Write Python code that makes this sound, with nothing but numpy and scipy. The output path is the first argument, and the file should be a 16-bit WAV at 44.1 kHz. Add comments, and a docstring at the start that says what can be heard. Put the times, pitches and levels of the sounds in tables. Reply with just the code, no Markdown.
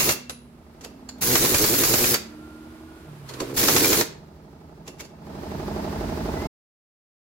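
"""A pneumatic impact wrench opens with a short burst on a truck wheel nut: vane motor puffs, exhaust
hiss, about ten hammer blows a second. Behind it a one-cylinder engine chugs and a lorry drones.
The socket clinks on the nuts after each burst; the second starts at 1.2 s. From 3 s the lorry changes
gear, and light trigger pulls lead into the third burst at 3.6 s. From 5.2 s the engine grows loud and
the lorry pulls again. A faint squeal rises at 6.35 s; all is cut off at 6.47 s."""
import sys
import numpy as np
from scipy import signal
from scipy.fft import rfft, irfft, next_fast_len
from scipy.io import wavfile
from scipy.ndimage import uniform_filter1d, map_coordinates

SR = 44100
rng = np.random.default_rng(int(sys.argv[2]) if len(sys.argv) > 2 else 0)


def wav_out(sig):
    """Save sig, one row per channel (or a flat mono array), as 16-bit PCM at SR to the path in sys.argv[1]."""
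    wavfile.write(sys.argv[1], SR, np.round(np.clip(np.atleast_2d(sig).T, -1, 1) * 32767).astype(np.int16))


N = 317608

# trigger pulls: (press [s], release [s], hiss [dB], puffs [dB], hiss treble [dB], leak until next
# pull [dB], nut ring [dB], puff dip at stall [dB], rotor run-down [dB/s])
TRIGGER_PULLS = [(-.06, 0.122, -22, -26, 2, -63.5, 0.5, 10.5, 350),
                 (1.208, 2.142, -22, -23, 3.5, -55.5, -23.5, 9.5, 258),
                 (3.274, 3.393, -62.5, -35.5, -4, -46, -21, 0, 399),
                 (3.376, 3.55, -49, -30.5, -10, -45.5, -30, 0, 200),
                 (3.538, 3.568, -39, -38.5, 2, -35, -25, 0, 398.5),
                 (3.562, 4.004, -20.5, -21.5, 1, -73.5, -23, 4.5, 258)]
# exhaust chamber: (frequency [Hz], width [Hz], level [dB])
CHAMBER_MODES = [(133.5, 18, -5), (262, 50, -2), (370, 159, -1.5), (440, 70, 0), (502, 40, -6.5)]
# hammer blows: (time [s], level [dB], clang [Hz], clang re blow [dB])
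HAMMER_BLOWS = [(.002, -18, 2702, -5), (0.09, -11, 2730, -14.5), (1.353, -8, 4550, -18.5),
                (1.448, -14, 1010, -15), (1.5438, -10.5, 2390, -10), (1.64, -16, 4560, -10),
                (1.738, -19.5, 4600, -15.5), (1.835, -12, 4570, -7.5), (1.937, -11.5, 4590, -16),
                (2.041, -14.5, 2475, -9), (2.142, -10, 4580, -13), (3.629, -15, 3850, -16),
                (3.682, -6.5, 1339, -20.5), (3.7621, -8.5, 890, -10), (3.8434, -13, 2365, -6),
                (3.9282, -10, 2152, -12), (4.009, -12, 3850, -9)]
# ringing steel: (frequency [Hz], level [dB], t60 [s])
WHEEL_MODES = [(1150, -6, .07), (1850, -5.5, .1), (2247, -10.5, .08), (2440, -6, .05), (4590, -5, .15),
               (4775, -13.5, .2), (5168, -10.5, .1), (6223, -10, .1), (6800, -9, .1)]
NUT_MODES = [(2702, -3, .45), (2837, -13, .3), (4070, -14, .15), (4600, -9, .22)]
SOCKET_MODES = [(4016, -12, .1), (7370, -11, .12), (8290, -12, .12), (10210, -12, .4), (10380, -8, .4),
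                (11550, -10, .14)]
# knocks per engine cycle: (delay after firing [s], level [dB])
ENGINE_KNOCKS = [(0, 0.5), (.031, -3.5), (0.063, -11)]
# engine casing tones: (multiple of cycle rate [-], level [dB])
CASING_HARMONICS = [(7, -15), (42, -24), (53, -22), (58, -23), (69, -20), (73, -24)]
# lorry coasts, pulls, changes gear, pulls: (time [s], crankshaft [Hz], exhaust [dB])
LORRY_DRIVE = [(0, 35.93, -41.5), (.7, 33.2, -55.5), (1.2, 31.46, -44.5), (2.4, 38.27, -42),
               (3.02, 40.4, -48), (3.1, 37.8, -41.5), (3.5, 29.52, -46), (3.9, 21.66, -48.5),
               (5, 23.5, -52.5), (5.6, 25.32, -38.5), (6.47, 27.19, -39)]
# booming crankshaft orders: (start [s], main [-], second [-], second [dB], third [-], third [dB])
BOOM_ORDERS = [(0, 7, 4, -8, 6, -12), (.8, 8, 7, -3, 9, -9), (1.2, 6, 5, -9, 9, -12),
               (2.3, 8, 6, -6, 9, -12), (3.06, 4, 3, -12, 5, -16), (3.8, 7, 9, -4, 6, -8),
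               (5.3, 8, 6, -4, 7, -8), (5.9, 2, 8, -2, 6, -3)]
# gear whine under load: (peak time [s], 1/e half-length [s], level [dB])
GEAR_WHINES = [(2.545, 0.21, -52.5), (2.984, 0.14, -56.5)]
# socket meets nut, and a light trigger click at 1.185 s: (time [s], level [dB], scrape-in [s], clack [Hz],
# clack [dB], ping [Hz], ping [dB], socket ring [dB], nut ring [dB], clunk [dB])
CLINKS_AND_CLICK = [(0.2973, -17.5, 0.0013, 3950, -16, 2702, -21, -18.5, -35, -17),
                    (0.811, -33.5, 0.0015, 5870, -16.5, 7400, -24, -34.5, -31, -8.5),
                    (0.8485, -26.5, 0.0065, 4560, -14.5, 11550, -13.5, -34, -26.5, -6),
                    (1.0911, -28, 0.0015, 4410, -0.5, 7080, 3, -45, -42.5, -11),
                    (1.185, -44.5, 0.0022, 3700, -9, 11900, -1, -36.5, -35, -15),
                    (3.296, -26, 0.0062, 4300, -5.5, 7200, -18, -38.5, -34.5, -1.5),
                    (3.34, -27.5, 0.0026, 3994, -7.5, 7200, -16.5, -25.5, -35, -9),
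                    (3.4046, -16, 0.0028, 1028, -4.5, 4470, -2.5, -45.5, -40, 1.5),
                    (4.882, -27, 0.008, 2620, -12, 7250, -17, -28, -21.5, -5.5),
                    (5.007, -25, 0.0083, 2240, -9, 14900, -17, -32, -23, -8.5),
                    (5.051, -35, .005, 4595, -9, 7160, -20, -38, -47, -16)]
# rim and tyre: (frequency [Hz], width [Hz], level [dB])
RIM_MODES = [(261.3, 18, 2.5), (396.3, 65, 2), (519, 22, 0), (848, 27, -11), (955.3, 40, -13.5)]
# noise spectra: (frequency [Hz], relative density [dB])
JET_SPECTRUM = [(30, 2), (150, 7), (700, -5.5), (1200, -5), (2300, -2.5), (3100, -3), (4300, 2), (6900, 2),
                (7900, -1.5), (9100, -5), (10700, 2.5), (13000, 2), (15500, 0)]
CRACK_SPECTRUM = [(100, -12.5), (400, 2.5), (1000, 3.5), (2300, 3.5), (3200, -1.5), (4600, 0), (7000, 2.5),
                  (8500, -5), (15000, -26.5)]
CHUG_SPECTRUM = [(16, -52), (30, -20), (50, -5), (75, 2.5), (109, -8), (261, -2), (421, -2.5), (493, -9),
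                 (626, -6.5), (754, -12.5), (861, -8.5), (1150, -16.5), (5240, -35.5), (8920, -44.5),
                 (14800, -45), (16000, -51)]
TRAFFIC_SPECTRUM = [(16, -48), (28, -24.5), (73, 2.5), (103, -17), (153, -3.5), (340, -10.5), (421, -11),
                    (468, -14.5), (839, -22), (1120, -42), (1220, -17.5), (1720, -51.5), (16000, -48.5)]
LEAK_SPECTRUM = [(590, -42.5), (1000, -6.5), (1420, -10), (1870, -14), (2250, -14), (4680, -20.5),
                 (5830, -24), (12300, -24.5), (16000, -31)]
SCRAPE_SPECTRUM = [(200, -9.5), (900, 1.5), (2000, -1.5), (4200, -3.5), (7200, -0.5), (9000, -13),
                   (11000, -7), (15500, -19.5)]
# left-right likeness of noise: (frequency [Hz], correlation [-])
COHERENCE = [(60, 0.88), (250, 1), (500, 0.79), (1000, 0.16), (3000, 0.071), (14000, 0.25)]
# wrench balance: (frequency [Hz], left minus right [dB])
WRENCH_BALANCE = [(60, -3.5), (110, 0.5), (200, 1), (380, -5.5), (700, -4), (1290, -1), (2380, -0.5),
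                  (4400, -2.5), (8120, -1.5), (15000, 1)]
# yard reverberation: (frequency [Hz], t60 [s])
YARD_DECAY = [(150, .45), (400, .5), (1000, .45), (4000, .39), (8000, .28), (13000, .2)]


def amp(db):
    """Decibels to gain."""
    return 10 ** (np.asarray(db) / 20)


def unit(x):
    """x at rms 1."""
    return x / np.sqrt(np.mean(x ** 2) + 1e-20)


def along(points, hz):
    """Table value at hz, on a log frequency axis."""
    knots_hz, values = np.transpose(points)
    return np.interp(np.log(hz + 1), np.log(knots_hz + 1), values)


def clock():
    """Sample times [s]."""
    return np.arange(N) / SR


def held(rows):
    """Columns after the time, per sample; each value holds until the next row."""
    rows = np.asarray(rows)
    latest = np.maximum(np.searchsorted(rows[:, 0], clock(), side="right") - 1, 0)
    return rows[latest, 1:].T


def wobble(rate_hz):
    """Smooth random curve with knots at rate_hz."""
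    return map_coordinates(rng.standard_normal(int(N * rate_hz / SR) + 4), [clock() * rate_hz])


def filtered(x, response):
    """x through a complex frequency response."""
    size = next_fast_len(N + SR // 2)
    return irfft(rfft(x, size) * response(np.fft.rfftfreq(size, 1 / SR)), size)[..., :N]


def resonances(modes, f):
    """Causal response of modes: (frequency [Hz], width [Hz], level [dB])."""
    return sum((-1) ** k * amp(db) * 1j * f * width_hz / (hz * hz - f * f + 1j * f * width_hz)
               for k, (hz, width_hz, db) in enumerate(modes))


def colour(white, spectrum):
    """Two white signals shaped to stereo at rms 1: bass alike, treble diffuse."""
    def response(hz):
        angle = np.arccos(np.clip(along(COHERENCE, hz), -1, 1)) / 2
        return amp(along(spectrum, hz)) * [np.cos(angle), np.sin(angle)]
    mid, side = filtered(white, response)
    return unit(np.array([mid + side, mid - side]))


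def noise(spectrum):
    """Stereo noise at rms 1."""
    return colour(rng.standard_normal((2, N)), spectrum)


def patchy(x, depth_db):
    """x with its colour shifting in small random patches."""
    bins = signal.stft(x, nperseg=512)[2]
    field = uniform_filter1d(rng.standard_normal(bins.shape[1:]), size=3, axis=0)
    field = unit(uniform_filter1d(field, size=7, axis=1))
    return unit(signal.istft(bins * amp(depth_db * field), nperseg=512)[1][:, :N])


def strike(at_s, rise_s, t60_s):
    """Contact envelope: quick swell up to at_s, then decay."""
    age_s = clock() - at_s
    log_gain = np.minimum(age_s / rise_s, -np.log(1000) * age_s / t60_s)
    return np.exp(np.maximum(log_gain, np.log(1e-9)))


def ringing(modes, hits):
    """Steel modes rung by hits (time [s], level [dB]); each is a beating pair of random strength."""
    out, t = np.zeros((2, N + SR)), np.arange(SR // 2) / SR
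    for at_s, hit_db in hits:
        for hz, mode_db, t60_s in modes:
            gain = amp(hit_db + mode_db + 2 * rng.standard_normal())
            pair_hz = hz * (1 + .004 * rng.standard_normal((2, 1, 1)))
            phase = rng.uniform(0, 2 * np.pi, (2, 2, 1))
            wave = np.sin(2 * np.pi * pair_hz * t + phase).sum(0) / np.sqrt(2)
            out[:, round(at_s * SR):][:, :len(t)] += gain * amp(-60 * t / t60_s) * wave
    return out[:, :N]


def trigger(open_s=.016, drain_db_per_s=591, lag_s=.03, spin_up_s=.056, sag_db_per_s=4.5):
    """Air and rotor gains: the valve opens, the rotor lags and sags, the hose drains on release."""
    t, air, rotor = clock(), np.zeros(N), np.zeros(N)
    for press_s, release_s, hiss_db, puff_db, *_, run_down_db_per_s in TRIGGER_PULLS:
        age_s, released_s = t - press_s, np.maximum(t - release_s, 0)
        opening = np.clip(age_s / open_s, 0, 1)
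        spin = 1 - np.exp(-np.maximum(age_s - lag_s, 0) / spin_up_s)
        air += opening * amp(hiss_db - drain_db_per_s * released_s)
        rotor += spin * amp(puff_db - sag_db_per_s * age_s - run_down_db_per_s * released_s)
    return air, rotor


def stalling(slow_s=.028, hold_s=.014, wind_up_s=.013):
    """Stall depth, 0-1: after each blow the rotor slows, labours and winds up."""
    t, stall = clock(), np.zeros(N)
    for at_s, *_ in HAMMER_BLOWS:
        slowing = np.clip((t - at_s) / slow_s, 0, 1)
        stall += slowing * np.exp(-np.maximum(t - at_s - slow_s - hold_s, 0) / wind_up_s)
    return np.minimum(stall, 1)


def air_motor(vane_hz=120, full_air_db=-22, stall_loss=.4, puff_lead_s=.0055, muffle_hz=1100,
              scatter_db=1.4, swirl_db=-11, flutter_db=1.37, choke_db=.5):
    """Each vane puffs into the exhaust chamber and pulses the jet; blows and light pulls slow it."""
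    t, stall = clock(), stalling()
    air, rotor = trigger()
    _, hiss_db, _, treble_db, _, _, dip_db, _ = held(TRIGGER_PULLS)
    speed = np.clip(1 + .018 * (hiss_db - full_air_db), .35, 1) * (1 - stall_loss * stall)
    vanes = np.cumsum(vane_hz * np.maximum(speed + .05 * wobble(60), 0)) / SR
    # the hammer always strikes at the same rotor angle
    last_puffs_s = np.array(HAMMER_BLOWS)[:, 0] - puff_lead_s
    slip = np.unwrap(np.interp(last_puffs_s, t, vanes) % 1, period=1)
    vanes -= np.interp(t, last_puffs_s, slip)
    onsets = np.flatnonzero(np.diff(np.floor(vanes)) > 0)
    puffs = np.zeros(N)
    puffs[onsets] = amp(scatter_db * rng.standard_normal(len(onsets)))
    chamber = lambda f: resonances(CHAMBER_MODES, f) / (1 + 1j * f / muffle_hz)
    putter = unit(filtered(puffs, chamber))
    swirl = unit(filtered(noise([(100, 0)]), chamber))
    body = (putter + amp(swirl_db) * swirl) * rotor * amp(-dip_db * stall)
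    hiss = patchy(noise(JET_SPECTRUM), depth_db=2.4)
    treble = filtered(hiss, lambda f: 1 - 1 / (1 + (f / 8000) ** 6))
    jet = hiss + treble * (amp(treble_db) - 1)
    turbulence_db = flutter_db * np.cos(2 * np.pi * vanes) + wobble(130) + .31 * wobble(35)
    return body + jet * air * amp(turbulence_db - choke_db * stall)


def hammer(crack_db=-9.5, wheel_db=-18, nut_db=-18, grit_db=-3, rattle_db=1, rattle_dip_db=5,
           tail_db=.5, contact_hz=1400):
    """Hammer hits anvil: a steel snap, the socket chatters on the nut, wheel and loose nut ring."""
    hits = [(at_s, db) for at_s, db, *_ in HAMMER_BLOWS]
    blows = np.zeros(N)
    for at_s, db in hits:
        snap = strike(at_s + .0035, rise_s=.0007, t60_s=.02) / 3
        tail = strike(at_s + .0018, rise_s=.00081, t60_s=.095)
        blows += amp(db) * (snap + amp(tail_db) * tail)
    air, _ = trigger()
    # the socket shakes as the rotor winds up
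    rattle = air * amp(rattle_db + 3 * wobble(150) + 1.2 * wobble(30) - rattle_dip_db * stalling())
    rate_hz = contact_hz * rng.exponential(size=N) * amp(4 * wobble(700))
    contacts = np.diff(np.floor(np.cumsum(rate_hz) / SR), prepend=0)
    chatter = unit(contacts * rng.choice([-1, 1], (2, N)))
    crack = colour(amp(grit_db) * chatter + rng.standard_normal((2, N)) / 2, CRACK_SPECTRUM)
    *_, loose_db, _, _ = held(TRIGGER_PULLS)
    nut = ringing(NUT_MODES, [(at_s, db + loose_db[round(at_s * SR)]) for at_s, db in hits])
    wheel = ringing(WHEEL_MODES, hits)
    clang = sum(ringing([(hz, clang_db, .075)], [(at_s, db)]) for at_s, db, hz, clang_db in HAMMER_BLOWS)
    return amp(crack_db) * (blows + rattle) * crack + amp(wheel_db) * wheel + clang + amp(nut_db) * nut


def cycle_noise(cycle_s, odd_db, scatter=.42):
    """Noise nearly alike in each engine cycle; two crank turns a cycle weaken the odd harmonics."""
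    size = round(cycle_s * SR)
    k = np.arange(size // 2 + 1)
    cycle = irfft(amp(odd_db * (k % 2)) * np.exp(2j * np.pi * rng.random((2, len(k)))), size)
    return unit(cycle[:, np.arange(N) % size]) + scatter * rng.standard_normal((2, N))


def engine_gain(quiet_db=-49, loud_db=-28, early_db=-19.5, settled_s=.8, swell_at_s=5.194, swell_s=.5):
    """The engine fades in, stays quiet, then grows loud and levels off."""
    t = clock()
    swell = 1 - np.exp(-np.maximum(t - swell_at_s, 0) / swell_s)
    quiet = amp(quiet_db + early_db * np.clip(1 - t / settled_s, 0, 1))
    return quiet * (1 - swell) + amp(loud_db) * swell


def engine(cycle_s=.08222, firing_s=5.516, knock_db=-2, knock_decay_s=.0094, between_db=-10, hiss_db=-13):
    """One cylinder: each cycle has a thump, three knocks that ring the casing, and a puff of hiss."""
    t = clock()
    angle = lambda delay_s: 2 * np.pi * (t - firing_s - delay_s) / cycle_s
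    stroke = lambda delay_s, width_rad: np.exp((np.cos(angle(delay_s)) - 1) / width_rad ** 2)
    decay = lambda delay_s, decay_s: np.exp(-((t - firing_s - delay_s) % cycle_s) / decay_s)
    silencer_modes = [(51, 5, -1.5), (130, 17, -1.5), (215, 69, -6), (400, 60, -5.5)]
    casing_modes = [(420, 63, -4), (527, 17, .5), (630, 29, 1), (839, 28, 6.5), (1230, 140, -2)]
    low = lambda f: 1 / (1 + (f / 380) ** 4)
    silencer = lambda f: low(f) * (1 + abs(resonances(silencer_modes, f)))
    casing = lambda f: (1 - low(f)) / (1 + (f / 1900) ** 2) * (1 + abs(resonances(casing_modes, f)))
    exhaust = colour(cycle_noise(cycle_s, odd_db=-4), CHUG_SPECTRUM)
    thump = unit(filtered(exhaust, silencer) * amp(2 * stroke(.009, 1.9)))
    hits = amp(between_db) + sum(amp(db) * decay(delay_s, knock_decay_s) for delay_s, db in ENGINE_KNOCKS)
    impacts = cycle_noise(cycle_s, odd_db=-2) * hits * amp(1.2 * wobble(25))
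    knocks = unit(filtered(colour(impacts, CHUG_SPECTRUM), casing))
    hiss = noise([(500, -17.5), (1500, 1), (2300, -4.5), (3200, -7.5), (4800, -6), (8500, -16.5),
                  (15000, -26)]) * amp(2 * stroke(.002, .45))
    puff = noise([(3000, -31), (9000, -12.5), (12000, 2), (15000, 2)]) * amp(5 * stroke(.069, 1.1) - 11)
    tones = sum(amp(db + wobble(11)) * np.sin(2 * np.pi * (k * t / cycle_s + rng.random()))
                for k, db in CASING_HARMONICS)
    singing = np.sqrt(2) * tones * unit(.5 + decay(0, .03))  # each firing rings the casing anew
    chug = unit(thump + amp(knock_db) * knocks)
    return engine_gain() * (chug + singing + amp(hiss_db) * unit(hiss + puff))


def lorry(other_db=-18, firing_db=-12, teeth=36):
    """Crankshaft orders drone, three booming above the rest; a gear whine follows the shaft."""
    t = clock()
    times_s, *columns = np.transpose(LORRY_DRIVE)
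    shaft_hz, exhaust_db = [np.interp(t, times_s, column) for column in columns]
    angle = 2 * np.pi * np.cumsum(shaft_hz * (1 + .003 * wobble(14))) / SR
    main, second, second_db, third, third_db = held(BOOM_ORDERS)
    drone = np.zeros(N)
    for k in range(2, 13):
        boom = (k == main) + amp(second_db) * (k == second) + amp(third_db) * (k == third)
        base = amp(firing_db if k == 2 else other_db) * (1 - k / 16)
        gain = uniform_filter1d(boom + base, size=SR // 10) * amp(1.6 * wobble(24))
        drone += gain * np.sin(k * angle + rng.uniform(0, 2 * np.pi))
    load = sum(amp(db) * np.exp(-((t - at_s) / half_s) ** 2) for at_s, half_s, db in GEAR_WHINES)
    whine = load * amp(3.5 * wobble(45)) * np.sin(teeth * angle + .7 * wobble(90))
    return amp(exhaust_db) * unit(drone) + whine


def traffic(level_db=-52):
    """Distant traffic: a wavering rumble."""
    return amp(level_db + .92 * wobble(6.3)) * noise(TRAFFIC_SPECTRUM)


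def air_leak():
    """Air seeps at the wrench, at a new level after each pull."""
    *_, leak_db, _, _, _ = held(TRIGGER_PULLS)
    return amp(uniform_filter1d(leak_db, size=SR // 10) + .7 * wobble(13)) * noise(LEAK_SPECTRUM)


def socket(clack_db=-10, clunk_db=33, thud_db=-11):
    """The socket scrapes on, clacks and pings; bouncing, it rings; seating, it rings nut and rim."""
    grit = noise(SCRAPE_SPECTRUM) * unit(amp(2.2 * wobble(600)))
    band = lambda hz, damping: unit(signal.lfilter(*signal.iirpeak(hz, 1 / damping, fs=SR), grit))
    clacks, knocks, pushes = np.zeros((2, N)), np.zeros(N), np.zeros(N)
    bounces, seatings = [], []
    for at_s, db, rise_s, hz, tone_db, ping_hz, ping_db, socket_db, nut_db, seat_db in CLINKS_AND_CLICK:
        clacks += amp(db) * strike(at_s, rise_s, t60_s=.069) * (grit + amp(tone_db) * band(hz, .07))
        clacks += amp(db + ping_db) * strike(at_s, rise_s, t60_s=.045) * band(ping_hz, .02)
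        knocks += amp(db + seat_db) * strike(at_s + .015, rise_s + .004, t60_s=.13)
        pushes[round(at_s * SR)] = amp(db + seat_db)
        bounces.append((at_s, db + socket_db))
        seatings.append((at_s, db + nut_db))
    thud = knocks * noise([(80, -19.5), (260, -9), (480, -5.5), (750, -20.5), (2000, -40.5)])
    clunk = filtered(pushes, lambda f: resonances(RIM_MODES, f))
    rings = ringing(SOCKET_MODES, bounces) + ringing(NUT_MODES, seatings)
    return amp(clack_db) * clacks + rings + amp(clunk_db) * clunk + amp(thud_db) * thud


def squeal(start_s=6.35, start_hz=1940, rise_hz_per_s=1800, attack_s=.035, level_db=-44):
    """A thin, unsteady rising tone from the road."""
    age_s = np.maximum(clock() - start_s, 0)
    hz = (start_hz + rise_hz_per_s * age_s) * (1 + .0074 * wobble(150))
    gain = np.minimum(age_s / attack_s, 1) * amp(level_db + 2 * wobble(70))
    return gain * np.sin(2 * np.pi * np.cumsum(hz) / SR)


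def yard(x, low_cut_hz=250):
    """Scatter from truck body and ground, 5 ms late; each frequency decays at its own rate."""
    hz, t, bins = signal.stft(rng.standard_normal((2, SR // 2)), SR, nperseg=256)
    tail = signal.istft(bins * amp(-60 * t / along(YARD_DECAY, hz)[:, None]), SR, nperseg=256)[1]
    response = np.pad(tail, ((0, 0), (SR // 200, 0))) / np.linalg.norm(tail[0])
    wet = signal.fftconvolve(x, response, axes=1)[:, :N]
    return filtered(wet, lambda f: f / (f + low_cut_hz))


def scene(wet_db=-10, wrench_lead_s=52e-6, background_lead_s=100e-6, background_balance_db=-2.3):
    """Wrench with yard scatter over a dry background; both reach the left ear first."""
    ears = np.array([[.5], [-.5]])
    lead = lambda f, lead_s: np.exp(2j * np.pi * f * ears * lead_s)
    wrench = air_motor() + hammer() + socket()
    wrench += amp(wet_db) * yard(wrench)
    wrench = filtered(wrench, lambda f: amp(ears * along(WRENCH_BALANCE, f)) * lead(f, wrench_lead_s))
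    background = (engine() + lorry() + traffic() + air_leak() + squeal()) * amp(ears * background_balance_db)
    return wrench + filtered(background, lambda f: lead(f, background_lead_s))


def record(dry, ceiling=.85, cut_s=6.467, top_hz=16000):
    """Soft peak limit, cut-off with a 5 ms fade, steep low-pass."""
    rounded = dry / (1 + (dry / ceiling) ** 6) ** (1 / 6)
    gate = np.clip((cut_s - clock()) / .005 + 1, 0, 1)
    return filtered(rounded * gate, lambda hz: 1 / (1 + (hz / top_hz) ** 160))


dry = scene()
out = record(dry)
wav_out(out)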